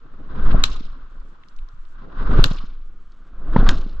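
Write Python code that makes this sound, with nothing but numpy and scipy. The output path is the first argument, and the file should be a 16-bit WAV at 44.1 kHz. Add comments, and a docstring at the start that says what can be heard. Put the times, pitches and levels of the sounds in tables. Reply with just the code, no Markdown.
"""Paper snaps on a pavement, body-worn microphones

Outdoors, three paper snaps are thrown; each bursts into noise, echoes off nearby walls and leaves a tail.
Every throw rocks the small camera: a wandering sub-bass swing, thuds as short pushes between two dips,
and flickering noise for air on its ports, with brief brighter swishes. Between throws fingers pick in
a thin plastic bag, as noise bursts and fine grains. Late on, the recorder fades the stereo to mono."""
import sys
import numpy as np
from scipy import signal
from scipy.io import wavfile

SR = 44100
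rng = np.random.default_rng(int(sys.argv[2]) if len(sys.argv) > 2 else 0)


def persist_wave(psi):
    """Save psi, clipped to +-1, as 16-bit WAV."""
    counts = np.round(np.clip(psi, -1, 1) * 32767).astype(np.int16)
    wavfile.write(sys.argv[1], SR, np.atleast_2d(counts).T)


N = 176400
OPPOSITE = np.array([[1], [-1]])  # how a side signal enters left and right

# paper snaps: start_s, level_db, extra_brightness_db, extra_bite_db (near 4 and 7 kHz), far_wall_echo_db
SNAPS = [(.6378, -2.5, 0, 1, -30), (2.4404, -3.5, 7, 1, -37), (3.6897, -5, -4, -9, -46)]


def amp(db):
    """Decibels to an amplitude factor."""
    return 10 ** (np.asarray(db) / 20)


def rms_one(x):
    """Scale to an rms of 1."""
    return x / np.sqrt(np.mean(x ** 2) + 1e-20)


def in_time(rows):
    """Draw each column as straight lines between the times in the first."""
    times_s, *columns = np.transpose(rows)
    return [np.interp(np.arange(N) / SR, times_s, column) for column in columns]


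def at_hz(points, hz):
    """Read a curve at a frequency, on a logarithmic frequency scale."""
    points = np.array(points)
    return np.interp(np.log(hz), np.log(points[:, 0]), points[:, 1])


def band(x, low_hz, high_hz, order=2):
    """Keep the sound between two frequencies."""
    edges_hz = [low_hz, min(high_hz, .45 * SR)]
    return signal.sosfilt(signal.butter(order, edges_hz, "band", fs=SR, output="sos"), x)


def drift(rate_hz):
    """Slow random wander of rms 1: noise through two equal one-pole smoothers."""
    step = 40  # samples between drawn points
    r = np.exp(-2 * np.pi * rate_hz * step / SR)
    noise = rng.standard_normal(N // step + 2002)
    slow = signal.lfilter([1], [1, -2 * r, r * r], noise)[2000:]  # drop the settling
    return np.interp(np.arange(N) / step, np.arange(len(slow)), rms_one(slow))


def resonate(x, hz, width_hz):
    """Ring one damped resonance; a wider one dies sooner."""
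    r = np.exp(-np.pi * width_hz / SR)
    feedback = [1, -2 * r * np.cos(2 * np.pi * hz / SR), r * r]
    return signal.lfilter([(1 - r * r) / 2, 0, (r * r - 1) / 2], feedback, x)


def add(out, start_s, piece):
    """Mix a stereo piece in at a time."""
    i = int(start_s * SR)
    out[:, i:i + piece.shape[1]] += piece[:, :max(N - i, 0)]


def banded_noise(spectrum, patchy_db, rate_hz, shape=lambda hz: 1):
    """Third-octave stereo noise, each band with its level, flicker and likeness; mid rms 1 before the shape."""
    # how alike the two ports hear: hz, left_right_likeness (0 to 1)
    likeness = [(60, 1), (180, 0.78), (500, 0.19), (5000, 0.29)]
    edges = spectrum[0][0] * 2 ** np.arange(0, 12, 1 / 3)
    edges = edges[edges < min(spectrum[-1][0], .44 * SR)]
    together = drift(rate_hz)  # flicker shared by all bands
    white = rng.standard_normal((2, 2, N))
    out, power = 0, 0
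    for k, (low, high) in enumerate(zip(edges, edges[1:])):
        mid, side = band(white[k % 2], low, high, order=3)
        hz = np.sqrt(low * high)
        alike = np.clip(at_hz(likeness, hz), 0, .99)
        flicker_db = patchy_db * (together + .5 * drift(rate_hz))
        gain = amp(at_hz(spectrum, hz) + flicker_db)
        piece = gain * (np.sqrt(1 + alike) * mid + np.sqrt(1 - alike) * side * OPPOSITE)
        out = out + piece * shape(hz)
        power = power + np.mean(piece.mean(0) ** 2)
    return out / np.sqrt(power)


def lurch():
    """The camera's slow swing of wandering pitch with lumpy flutter, nearly the same on both ports."""
    # sub-bass swing of the camera: time_s, level_db
    lurch_levels = [(0.0, -41), (0.34, -26), (0.43, -12), (0.53, -9.5), (1.09, -37), (1.15, -28.5),
                    (1.48, -46.5), (1.59, -22), (1.7, -42.5), (1.78, -29), (2.14, -38.5), (2.19, -18),
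                    (2.41, -4.5), (2.44, -15.5), (2.71, -27), (3.26, -40.5), (3.62, -6.5), (3.77, -14),
                    (3.83, -20), (4.0, -23.5)]
    centre_hz, pitch_wander, flutter_db, side_db = 14, 0.46, -10.5, -24
    level_db, = in_time(lurch_levels)
    pitch_hz = centre_hz * np.exp(pitch_wander * np.tanh(drift(9.01)))
    phase = 2 * np.pi * np.cumsum(pitch_hz) / SR
    swing = np.sqrt(2) * np.sin(phase) * amp(1.5 * drift(10))
    flutter, side = rms_one(band(rng.standard_normal((2, N)), 18, 45, order=4))
    return amp(level_db) * (swing + amp(flutter_db) * flutter + amp(side_db) * side * OPPOSITE)


def air():
    """Air buffeting the ports: flickering low boom and higher rush, each following its own level."""
    # air on the ports: time_s, boom_level_db, rush_level_db (both before the lifts below)
    air_levels = [(0.0, -64.5, -65), (0.2, -57.5, -59), (0.56, -35, -35.5), (0.81, -59, -58.5),
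                  (1.32, -65.5, -64), (1.82, -72, -67), (2.08, -55, -54.5), (2.36, -33.5, -34),
                  (2.42, -37, -38.5), (2.65, -59, -55.5), (2.86, -67.5, -75), (3.15, -68.5, -71),
                  (3.41, -55.5, -57.5), (3.61, -31.5, -34.5), (3.69, -32.5, -33.5), (3.84, -52.5, -57.5),
                  (4.0, -57, -59.5)]
    # colour of the boom: hz, density_db (per Hz)
    boom_spectrum = [(29, -39), (50, -2.5), (64, -10.5), (275, -16), (548, -24.5), (900, -33), (1170, -49),
                     (1980, -120)]
    # colour of the rush: hz, density_db (per Hz)
    rush_spectrum = [(500, -12.5), (980, -6.5), (1240, 8.5), (1640, -9.5), (2200, -20.5), (3600, -20.5),
                     (5500, -35.5), (7500, -53)]
    boom_lift_db, rush_lift_db = 10, 3.0
    gust_hz, gust_slope = 132.16, 0.1  # below gust_hz: extra dB per dB of boom level
    boom_db, rush_db = in_time(air_levels)

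    def gust(hz):
        """The lowest bands sink further whenever the boom is below its strongest."""
        return amp((hz < gust_hz) * gust_slope * (boom_db - boom_db.max()))
    boom = banded_noise(boom_spectrum, 2.8, 17, gust)
    rush = banded_noise(rush_spectrum, 2.58, 24)
    return amp(boom_db + boom_lift_db) * boom + amp(rush_db + rush_lift_db) * rush


def floor():
    """Steady quiet noise under everything, flickering only slightly."""
    # colour of the floor: hz, density_db (per Hz)
    floor_spectrum = [(900, -9), (1300, 9), (1800, -7), (3400, -9), (5200, -20), (7300, -23), (8600, -40),
                      (11000, -48)]
    level_db = -65
    return amp(level_db) * banded_noise(floor_spectrum, 0.36, 5)


def thuds():
    """Each jolt of the mount is one short push between two dips, with a dull noisy knock on top."""
    # jolts of the mount: centre_s, level_db, pitch_hz, knock_db (relative to the push)
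    jolts = [(0.4, -23, 149.8, -15), (0.507, -28.5, 260.5, -0.5), (0.547, -10.5, 138.4, -7.5),
             (0.809, -28, 218, -17), (1.74, -42.5, 105.5, -20), (2.085, -35.5, 204, -11.5),
             (2.393, -6.5, 122.3, -12), (2.514, -15.5, 145, -16), (2.641, -29.5, 194, -15.5),
             (3.565, -1.5, 174.1, -6.5), (3.59, -7.5, 142, -19.5), (3.63, -12.5, 189.7, -5),
             (3.865, -26.5, 206, -12)]
    width_turns, knock_low_hz, knock_high_hz = 0.48, 200, 1100  # width and top before the level acts on them
    out = np.zeros((2, N))
    for centre_s, level_db, hz, knock_db in jolts:
        half = int(2 * SR / hz)
        turns = np.arange(-half, half) * hz / SR
        # softer jolts last longer, harder jolts knock brighter
        shape = np.exp(-(turns / width_turns * amp(0.073 * level_db)) ** 2)
        noise = rng.standard_normal((2, len(turns)))
        knock = rms_one(band(noise, knock_low_hz, knock_high_hz * amp(.3 * level_db), order=4))
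        push = np.cos(2 * np.pi * turns)
        add(out, centre_s - 2 / hz, amp(level_db) * shape * (push + amp(knock_db) * knock))
    return out


def swishes():
    """Smooth swells of bright air noise as the arm whips past."""
    # arm swishes: centre_s, level_db, length_s
    swells = [(0.431, -53.5, 0.018), (0.517, -40.5, 0.022), (2.405, -41, 0.11), (3.568, -36.5, 0.0075),
              (3.595, -42, 0.032)]
    t = np.arange(N) / SR
    shape = sum(amp(level_db) * np.exp(-((t - centre_s) / length_s * 2) ** 2)
                for centre_s, level_db, length_s in swells)
    return shape * rms_one(band(rng.standard_normal((2, N)), 1200, 3960, order=4))


def cracks():
    """Shock fronts over a few milliseconds ring the resonances; nearby scatter is duller, walls echo."""
    # resonances that colour a crack: hz, width_hz, level_db
    resonances = [(1080, 1400, -0.5), (1640, 590, 0.5), (2700, 1100, 0.5), (3927, 970, 3.5),
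                  (5320, 1400, -9.5), (7070, 1400, -7.5), (12460, 2500, -20.5)]
    # echoes from nearby walls: delay_s, level_db (relative to the snap, before its brightness)
    near_walls = [(.015, -20), (.04, -33), (.061, -33), (.09, -32), (.12, -36)]
    rise_s, blast_t60_s, scatter_db, scatter_t60_s = .0008, .011, -25, .13
    echo_low_hz, echo_high_hz, echo_t60_s = 2400, 7200, .045
    far_delay_s, far_high_hz, far_t60_s = .2135, 5500, .022
    out, t = np.zeros((2, N)), np.arange(SR // 8) / SR
    for start_s, level_db, top_db, bite_db, far_db in SNAPS:
        front = t / rise_s * np.exp(-t / rise_s) + amp(-13.0 - 60 * t / blast_t60_s)
        signs = rng.choice([-1, 1], (2, len(t)))
        scatter = band(signs * amp(scatter_db - 60 * t / scatter_t60_s), 600, 9500, order=3)
        burst = front * signs + scatter
        extra_db = [0, 0, 0, bite_db, -bite_db / 2, bite_db, top_db]  # one per resonance
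        crack = 0
        for k, ((hz, width_hz, ring_db), more_db) in enumerate(zip(resonances, extra_db)):
            ring = resonate(resonate(burst, hz, width_hz), hz, width_hz) / np.sqrt(width_hz)
            crack = crack + amp(ring_db + more_db) * (-1) ** k * ring
        # level set by the rms of the first 3.3 ms
        crack *= amp(level_db - 6.0) / np.sqrt(np.mean(crack[:, :SR // 300] ** 2))
        add(out, start_s, crack * amp(1.5 * OPPOSITE))  # stronger on the left port
        walls = [(delay_s, db + top_db * 0.15, echo_t60_s, echo_high_hz) for delay_s, db in near_walls]
        walls.append((far_delay_s, far_db, far_t60_s, far_high_hz))
        for delay_s, echo_db, t60_s, high_hz in walls:
            fade = np.minimum(t / .003, 1) * amp(-60 * t / t60_s)
            smear = band(rng.standard_normal((2, len(t))) * fade, echo_low_hz, high_hz, order=6)
            add(out, start_s + delay_s, amp(level_db + echo_db) * smear)
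    return out


def tails():
    """The street answers each crack with diffuse noise that holds, then dies sooner in the treble."""
    # colour of the diffuse tail: hz, density_db (per Hz)
    tail_spectrum = [(1700, -11), (2000, -11.5), (2600, -0.5), (3900, 2), (5200, -6), (7000, -19),
                     (9000, -43.5)]
    tail_db, hold_s = -45.5, 0.096  # level relative to the snap
    t60_at_3khz_s, treble_loss = 0.66, 0.23
    t = np.arange(N) / SR

    def shape(hz):
        """Hold and decay of every tail at one frequency."""
        t60_s = t60_at_3khz_s * (hz / 3000) ** -treble_loss
        return sum((t > start_s) * amp(tail_db + db - 60 * np.maximum(t - start_s - hold_s, 0) / t60_s)
                   for start_s, db, *_ in SNAPS)
    return banded_noise(tail_spectrum, 3.9, 40, shape)


def bag():
    """Plastic gives single crinkles, short bands of noise, and a fine random crackle under the fingers."""
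    # single crinkles: start_s, peak_db, pitch_hz
    crinkles = [(1.2006, -52.5, 4000), (1.4355, -43, 2630), (1.4856, -43.5, 4000), (1.564, -47.5, 4700),
                (1.588, -41.5, 2930), (1.6873, -45.5, 4100), (1.852, -50.5, 3420), (3.12, -47.5, 4150)]
    # spells of fingers moving in the bag: start_s, end_s
    fingering = [(1.1, 1.95), (2.85, 3.3)]
    crinkle_t60_s, grain_db = .018, -62
    grains_per_s = 1000  # before the wander
    out, t = np.zeros((2, N)), np.arange(N) / SR
    for start_s, peak_db, hz in crinkles:
        burst = rng.standard_normal((2, SR // 30)) * amp(-60 * t[:SR // 30] / crinkle_t60_s)
        burst = band(burst, hz / 1.4, hz * 1.35, order=3)
        add(out, start_s, amp(peak_db) * burst / np.abs(burst).max())
    busy = sum((t > start_s) & (t < end_s) for start_s, end_s in fingering)
    sizes = amp(3 * np.minimum(rng.exponential(1, (2, N)), 4)) * rng.choice([-1, 1], (2, N))
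    born = rng.random(N) < grains_per_s * busy * amp(8.0 * drift(12.0)) / SR  # same instants on both ports
    return out + amp(grain_db) * band(sizes * born + 1e-18, 2500, 8000, order=4)


def scene():
    """All the layers, summed at the two ports."""
    return lurch() + air() + floor() + thuds() + swishes() + cracks() + tails() + bag()


def record(dry):
    """The side channel fades out late on, peaks are rounded, the top is cut."""
    fold_start_s, fold_db_per_s, cutoff_hz = 2.5, -36, 15400
    mid, side = dry.mean(0), (dry[0] - dry[1]) / 2
    side = side * amp(fold_db_per_s * np.maximum(np.arange(N) / SR - fold_start_s, 0))
    both = np.array([mid + side, mid - side])
    rounded = both / (1 + both ** 8) ** .125
    top_cut = signal.cheby2(12, 70, cutoff_hz, fs=SR, output="sos")
    return np.clip(signal.sosfilt(top_cut, rounded), -1, 1)


dry = scene()
out = record(dry)
persist_wave(out)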